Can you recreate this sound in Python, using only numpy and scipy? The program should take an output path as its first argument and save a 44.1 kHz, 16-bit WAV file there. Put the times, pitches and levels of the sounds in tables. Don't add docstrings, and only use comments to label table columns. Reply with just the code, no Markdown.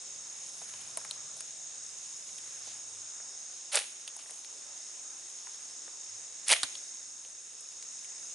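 import sys
import numpy as np
from scipy import signal
from scipy.io import wavfile

SR = 44100
rng = np.random.default_rng(int(sys.argv[2]) if len(sys.argv) > 2 else 0)


def put_to_file(sound):
    columns = np.atleast_2d(sound).T
    safe = np.clip(columns, -1, 1)
    whole_steps = np.round(safe * 32767)
    wavfile.write(sys.argv[1], SR, whole_steps.astype(np.int16))


N = 367794


def amp(db):
    return 10 ** (np.asarray(db) / 20)


def rms_one(x):
    return x / np.sqrt(np.mean(x ** 2) + 1e-20)


def in_time(rows, **ends):
    s, *columns = np.transpose(rows)
    return [np.interp(np.arange(N) / SR, s, column, **ends) for column in columns]


def at_hz(points, hz):
    point_hz, values = np.transpose(points)
    return np.interp(np.log(hz), np.log(point_hz), values)


def drift(rate_hz):
    step = 40
    r = np.exp(-2 * np.pi * rate_hz * step / SR)
    white = rng.standard_normal(N // step + 2002)
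    slow = signal.lfilter([1], [1, -2 * r, r * r], white)[2000:]
    return np.interp(np.arange(N) / step, np.arange(len(slow)), rms_one(slow))


def resonate(x, hz, width_hz):
    r = np.exp(-np.pi * width_hz / SR)
    feedback = [1, -(1 + r * r) * np.cos(2 * np.pi * hz / SR), r * r]
    return signal.lfilter([(1 - r * r) / 2, 0, (r * r - 1) / 2], feedback, x)


def resonate_twice(x, hz, width_hz):
    return resonate(resonate(x, hz, width_hz), hz, width_hz)


def high_pass(x, hz):
    return signal.sosfilt(signal.butter(4, hz, "high", fs=SR, output="sos"), x)


def spread(pair, hz):
    # pitch in Hz, correlation of the two sides.
    likeness = [(60, 0.84), (130, 0.99), (250, 0.64), (600, 0.35), (1200, 0.19), (3600, 0.57), (6500, 0.77),
                (11000, 0.88)]
    alike = np.clip(at_hz(likeness, hz), -1, 1)
    mid, side = pair
    return np.sqrt(1 + alike) * mid + np.sqrt(1 - alike) * side * [[1], [-1]]


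def noise_band(hz, width_hz):
    white = rng.standard_normal((2, N))
    return rms_one(spread(resonate_twice(white, hz, width_hz), hz))


def coloured(white, spectrum):
    edges = 25 * 2 ** np.arange(0, 9.1, .5)
    for k, (low, high) in enumerate(zip(edges, edges[1:])):
        hz = np.sqrt(low * high)
        band_pass = signal.butter(2, [low, high], "band", fs=SR, output="sos")
        yield hz, amp(at_hz(spectrum, hz)) * signal.sosfilt(band_pass, white[k % 2])


def pulse_train(per_s, start, share):
    place = (per_s * np.arange(N) / SR - start) % 1
    return np.sin(np.pi * np.minimum(place / share, 1)) ** 2


def wandering_tone(hz, wander_hz):
    turns = np.cumsum(hz + wander_hz * drift(120)) / SR
    side_phase = .5 * drift(7.7) * [[1], [-1]]
    return np.sqrt(2) * amp(0.75 * drift(25)) * np.sin(2 * np.pi * turns + side_phase)


def burst(hz, width_hz, t60):
    t = np.arange(SR // 2) / SR
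    push = rng.standard_normal(len(t)) * (amp(-60 * t / t60) + 1e-18)
    push[0] = 6.8
    out = resonate_twice(push, hz, width_hz)
    return out / np.abs(out).max()


def swells(base_db, rows):
    t = np.arange(N) / SR
    bumps = sum(amp(2 * db) * np.cos(np.pi * np.clip((t - middle) / length, -.5, .5)) ** 2
                for middle, length, db in rows)
    return np.sqrt(amp(2 * base_db) + bumps)


def add(track, s, sound):
    i = round(s * SR)
    track[..., i:i + sound.shape[-1]] += sound[..., :N - i]


def far_rumble():
    # time in seconds, level in dB.
    rumble_curve = [(0, -79), (.9, -71.5), (1.7, -78), (2.1, -76.5), (3.0, -79), (3.6, -84.5), (5.3, -89.5),
                    (6.5, -84), (7.3, -88), (8.34, -81)]
    level_db, = in_time(rumble_curve)
    return amp(level_db) * noise_band(142, 110)


def far_hum():
    # middle of the swell in seconds, length in seconds, level in dB before the waver.
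    hum_swells = [(1.1, 0.82, -77), (2.7, 1.4, -78), (4.5, 0.37, -88), (6.15, 0.23, -74), (6.6, 0.76, -83),
                  (8.3, .3, -83)]
    waver = amp(1.4 * drift(0.53))
    return swells(-89, hum_swells) * waver * noise_band(102, 8.4)


def leaf_hiss(mid_db):
    # frequency in Hz, relative density in dB per Hz.
    leaf_colour = [(24, -52), (40, -27), (102, -12.5), (151, -22.5), (188, -9.5), (528, -3), (1150, -2.5),
                   (1570, -4), (2690, -5.5), (4600, -2.5), (5980, -26), (10100, -120)]
    breadth_db = 6.5
    bands = coloured(rng.standard_normal((2, 2, N)), leaf_colour)
    hiss = rms_one(sum(amp(1.47 * drift(3.7)) * spread(band, hz) for hz, band in bands))
    return amp(mid_db + breadth_db) * hiss


def far_crowds():
    # centre in Hz, width in Hz, level in dB under the insects' gain.
    crowd_bands = [(5440, 840, -8), (6458, 500, -3), (6803, 670, -4), (7430, 1900, -12.5)]
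    crowds = sum(amp(db + 1.0 * drift(5.8)) * noise_band(hz, width) for hz, width, db in crowd_bands)
    return crowds * amp([[-.4], [.4]])


def near_katydid():
    # start in the phrase from 0 to 1, relative gain in dB.
    pulses = [(.0, 0), (.24, -12), (.48, -6), (.76, 6)]
    phrases_per_s, level_db = 36.4, -7
    phrase = sum(amp(db) * pulse_train(phrases_per_s, place, share=0.27) for place, db in pulses)
    rasp = rms_one(phrase * noise_band(6500, 240))
    return amp(level_db) * rasp * amp([[-.6], [.6]])


def high_chorus(swing_db):
    mean_db, follows = -55.5, 0.72
    return amp(mean_db + follows * swing_db + 0.67 * drift(4.6)) * noise_band(8390, 1130)


def trills_and_buzz(swing_db):
    # pitch in Hz, pitch wander in Hz, level in dB against their common gain,
    # pulses per second, share of the cycle that sounds.
    pulsed_tones = [(3720, 75.2, -1.5, 65.2, 1), (5394, 200, 3, 67, 0.23), (2680, 74, -11.5, 59.9, 0.59)]
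    tones = sum(amp(db) * rms_one(pulse_train(per_s, 0, share) * wandering_tone(hz, wander))
                for hz, wander, db, per_s, share in pulsed_tones)
    return amp(-63 + swing_db) * tones


def low_cricket():
    start_s, fade_s, chirps_per_s, level_db = 7.05, 0.4, 14.95, -73
    fade = np.clip((np.arange(N) / SR - start_s) / fade_s, 0, 1)
    chirps = rms_one(pulse_train(chirps_per_s, .38, share=0.14) * wandering_tone(2680, 90))
    return amp(level_db) * fade * chirps


def rustle():
    # middle of the stir in seconds, length in seconds, gain in dB.
    stirs = [(.7, 1.0, -60), (2.4, 1.36, -62.5), (4.3, 0.33, -60), (5.37, 1.1, -66.5), (6.7, .7, -64),
             (8.3, .5, -68)]
    grain = amp(1.4 * drift(60))
    noise = amp(5) * noise_band(10050, 7300) + amp(-1.5) * noise_band(3370, 5000)
    return swells(-67, stirs) * grain * noise


def swishes():
    # start in seconds, length in seconds, level in dB before the swell shape, centre in Hz.
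    swish_rows = [(.455, .035, -53, 9800), (0.602, .12, -61, 9000), (1.35, 0.055, -50, 8800),
                  (2.601, 0.18, -50.5, 4500), (4.165, 0.08, -56, 3000), (4.24, .1, -61, 9000),
                  (8.038, 0.026, -59, 2700)]
    out = np.zeros((2, N))
    for s, length, db, hz in swish_rows:
        noise = rng.standard_normal((2, SR))[:, :int(length * SR)]
        noise = noise + 2.3 * noise[0]
        noise = resonate_twice(noise, hz, 1.1 * hz)
        add(out, s, amp(db) * rms_one(noise) * np.hanning(noise.shape[1]))
    return out


def ticks():
    # start in seconds, knock peak in dB, knock Hz, click peak in dB, click Hz,
    # click width as a share of its Hz, edge peak in dB, left over right in dB; peaks are before panning.
    tick_rows = [(0.4717, -73, 720, -49, 3720, 1.1, -37, -2), (0.6172, -42, 630, -46, 3150, 1.1, -42, -1),
                 (0.6953, -70, 1100, -41, 2600, 1.1, -38, -1), (0.7382, -47, 930, -34, 2740, 1.3, -50, 1),
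                 (0.8142, -58, 660, -44, 2850, 0.97, -36, 3),
                 (0.9727, -34.5, 704, -29.5, 2710, 1.26, -15.5, 1),
                 (1.0147, -52, 780, -46, 1460, .6, -67, 2), (1.0495, -47, 830, -34, 1700, 1.34, -32, 2),
                 (1.1106, -47.5, 804, -23, 4050, 0.42, -23, 1.5),
                 (1.3682, -52, 760, -53, 3600, 1.1, -37, 2), (1.4067, -56, 610, -27, 3480, 2.5, -23.5, 1.5),
                 (2.292, -64, 380, -41, 2860, 1.1, -50, -4), (2.3844, -65, 260, -34, 3660, 1.1, -34, 0),
                 (2.6712, -48.5, 580, -40, 4310, 1.1, -54, 0), (3.2012, -51, 504, -44, 1600, .95, -66, 0),
                 (3.8185, -54, 1080, -32, 2940, .6, -34, 1),
                 (4.0774, -50, 814, -28, 3400, .36, -27.5, -3.5),
                 (4.1649, -47, 685, -53, 3240, 1.1, -28, 1), (4.1914, -50, 1120, -41, 3270, 1.1, -46, -3),
                 (4.26, -51, 900, -47, 1900, .6, -72, 0), (4.2948, -52, 960, -45, 1680, .44, -47, 5),
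                 (4.3082, -50, 553, -40, 3320, 1.1, -26, 3), (4.4469, -64, 400, -32.5, 3530, 1.2, -35, 4),
                 (5.471, -47, 836, -38, 1400, 1.5, -42, 1), (5.8792, -47.5, 567, -42, 1500, 1.3, -59, 1),
                 (6.753, -54, 1130, -29, 3480, .7, -38, 0), (7.2489, -58, 500, -41.5, 2870, 0.96, -62, -1),
                 (7.608, -62, 660, -54, 3720, 1.1, -33, 1), (7.8255, -70, 660, -33.5, 4210, 1.4, -31, 2),
                 (8.046, -68, 680, -43.5, 2820, .4, -38, 0)]
    knock_t60, click_t60, edge_t60 = 0.059, 0.02, 0.018
    out = np.zeros((2, N))
    for s, knock_db, knock_hz, click_db, click_hz, breadth, edge_db, pan_db in tick_rows:
        knock = amp(knock_db) * burst(knock_hz, 0.92 * knock_hz, knock_t60)
        click = amp(click_db) * burst(click_hz, breadth * click_hz, click_t60)
        edge = amp(edge_db) * burst(9360, 4300, edge_t60)
        add(out, s, (knock + click + edge) * amp([[pan_db / 2], [-pan_db / 2]]))
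    return out


def dart_thud():
    # centre in Hz, peak in dB, decay of the driving noise as t60 in seconds.
    thud_parts = [(110, -56, .13), (252, -47.5, 0.074), (890, -39, 0.07), (1480, -26.5, 0.039),
                  (3930, -15.5, 0.036), (9440, -14, 0.036)]
    out = np.zeros(N)
    for hz, db, t60 in thud_parts:
        add(out, 6.632, amp(db) * burst(hz, 0.63 * hz, t60))
    return out


def twang():
    # centre in Hz, width in Hz, peak in dB, decay of the driving noise as t60 in seconds.
    twang_parts = [(678, 72, -38, 0.22), (880, 160, -25.5, 0.04), (310, 210, -39.5, 0.059)]
    out = np.zeros(N)
    for hz, width, db, t60 in twang_parts:
        add(out, 6.514, amp(db) * burst(hz, width, t60))
    return out


def slaps():
    # start in seconds, peak in dB, centre in Hz.
    slap_rows = [(3.719, -30, 3250), (3.7252, -27, 3200), (3.732, -29, 3500), (3.7434, -25, 5120),
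                 (3.7474, -19, 2170), (3.7484, -28, 1400), (3.7498, -26, 8440), (3.7544, -21, 3190),
                 (3.7558, -6, 9000), (3.761, -13, 9130), (3.7667, -29, 9000), (3.7705, -17.5, 4070),
                 (3.7645, -27, 1400), (3.7727, -21, 2100), (3.7768, -19, 2170), (3.7995, -28, 2800),
                 (6.4824, -23.5, 3330), (6.4834, -10.5, 8910), (6.4915, -15, 9090), (6.496, -22, 4130),
                 (6.4998, -16, 9950), (6.5013, -13, 2730), (6.5106, -10.5, 2710), (6.5117, -9, 9000),
                 (6.5159, -9, 3600), (6.5183, -6, 9390), (6.5247, -10, 3440), (6.5275, -16, 2200),
                 (6.5292, -8, 7320), (6.5359, -10, 2440), (6.538, -18, 8800), (6.5485, -25, 2710),
                 (6.5603, -25.5, 2330), (6.5654, -22.5, 2880)]
    out = np.zeros(N)
    for s, db, hz in slap_rows:
        add(out, s, amp(db) * burst(hz, 0.64 * hz, t60=0.014))
    return out


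def rush_level(go, full, slack, collapse):
    onset_s, onset_db, early_db = 0.012, -30, -11
    collapse_db, after_db_per_s = -12, 212
    end = slack + collapse
    return in_time([(go, onset_db), (go + onset_s, early_db), (full, 0), (slack, 0), (end, collapse_db),
                    (end + 1, collapse_db - after_db_per_s)], left=-200)[0]


def rushes():
    # let go, full speed and bands overshoot in seconds, collapse length in seconds,
    # gains in dB of the rush, the hissing top and the hollow flap.
    shot_rows = [(3.714, 3.745, 3.765, 0.034, -29.5, -32.5, -38),
                 (6.464, 6.513, 6.533, 0.01, -25.5, -29, -37)]
    # frequency in Hz, relative density in dB per Hz.
    rush_colour = [(530, -25), (900, -13), (1070, -18), (1350, -9), (1590, -8), (2830, -4), (3200, -5.5),
                   (4730, -5), (7500, -10.5), (9750, -41), (16500, -120)]
    # centre in Hz, width in Hz, relative gain in dB.
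    flap_modes = [(578, 130, 7.5), (687, 170, -12), (800, 92, 5.5)]
    hiss_follows, flap_follows = 0.77, 1.22
    flap_lead_s, flap_ease_s, flap_early_db = .006, .004, -9

    lumpy = rng.standard_normal((3, N)) * amp(3.03 * drift(155))
    whip = high_pass(rms_one(sum(band for _, band in coloured(lumpy, rush_colour))), 700)
    hiss = rms_one(resonate_twice(lumpy[2], 9450, 3300))
    flap = sum(amp(db) * resonate(lumpy[2], hz, width) for hz, width, db in flap_modes)
    flap = rms_one(high_pass(flap, 400))

    out = np.zeros(N)
    for go, full, slack, collapse, whip_db, hiss_db, flap_db in shot_rows:
        under_db = rush_level(go, full, slack, collapse)
        held = np.clip((full - flap_lead_s - np.arange(N) / SR) / flap_ease_s, 0, 1)
        out += amp(whip_db + under_db) * whip
        out += amp(hiss_db + hiss_follows * under_db) * hiss
        out += amp(flap_db + flap_early_db * held + flap_follows * under_db) * flap
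    return out


def shots():
    return (rushes() + slaps() + twang() + dart_thud()) * amp([[-.4], [.4]])


def trees(x):
    # centre in Hz, width in Hz, relative gain in dB.
    echo_bands = [(2900, 4500, 1.5), (8650, 3200, 2)]
    t60, rise_s, echo_db = 0.59, 0.0018, -17.5
    t = np.arange(SR) / SR
    tail = rng.standard_normal((2, SR)) * amp(-60 * t / t60) * np.minimum(t / rise_s, 1)
    tail = sum(amp(db) * resonate_twice(tail, hz, width) for hz, width, db in echo_bands)
    tail /= np.sqrt(np.sum(tail[0] ** 2))
    return amp(echo_db) * signal.fftconvolve(x, tail, axes=1)[:, :N]


def scene():
    # time in seconds, insects' gain in dB,
    # level of the leaf hiss's mid band in dB.
    wood_curve = [(0.0, -45.5, -63.5), (0.32, -46, -63.5), (0.9, -46.5, -62), (1.02, -46, -62.5),
                  (1.97, -46, -65), (2.53, -46, -63.5), (2.79, -46, -64.5), (3.14, -45.5, -64),
                  (3.99, -49, -65.5), (4.32, -48.5, -65.5), (4.71, -47, -64.5), (6.43, -46.5, -65),
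                  (6.64, -45.5, -62.5), (6.92, -46.5, -65.5), (7.29, -49, -68), (7.57, -49, -68),
                  (7.97, -46, -65), (8.34, -45.5, -65)]
    insects_db, mid_db = in_time(wood_curve)
    swing_db = insects_db - insects_db.mean()
    air = far_rumble() + far_hum() + leaf_hiss(mid_db)
    chorus = amp(insects_db) * (far_crowds() + near_katydid())
    tones = trills_and_buzz(swing_db) + low_cricket()
    near = ticks() + shots()
    return air + chorus + high_chorus(swing_db) + tones + rustle() + swishes() + near + trees(near)


def record(dry):
    return signal.sosfilt(signal.ellip(11, .5, 65, 11000, fs=SR, output="sos"), dry)


dry = scene()
out = record(dry)
put_to_file(out)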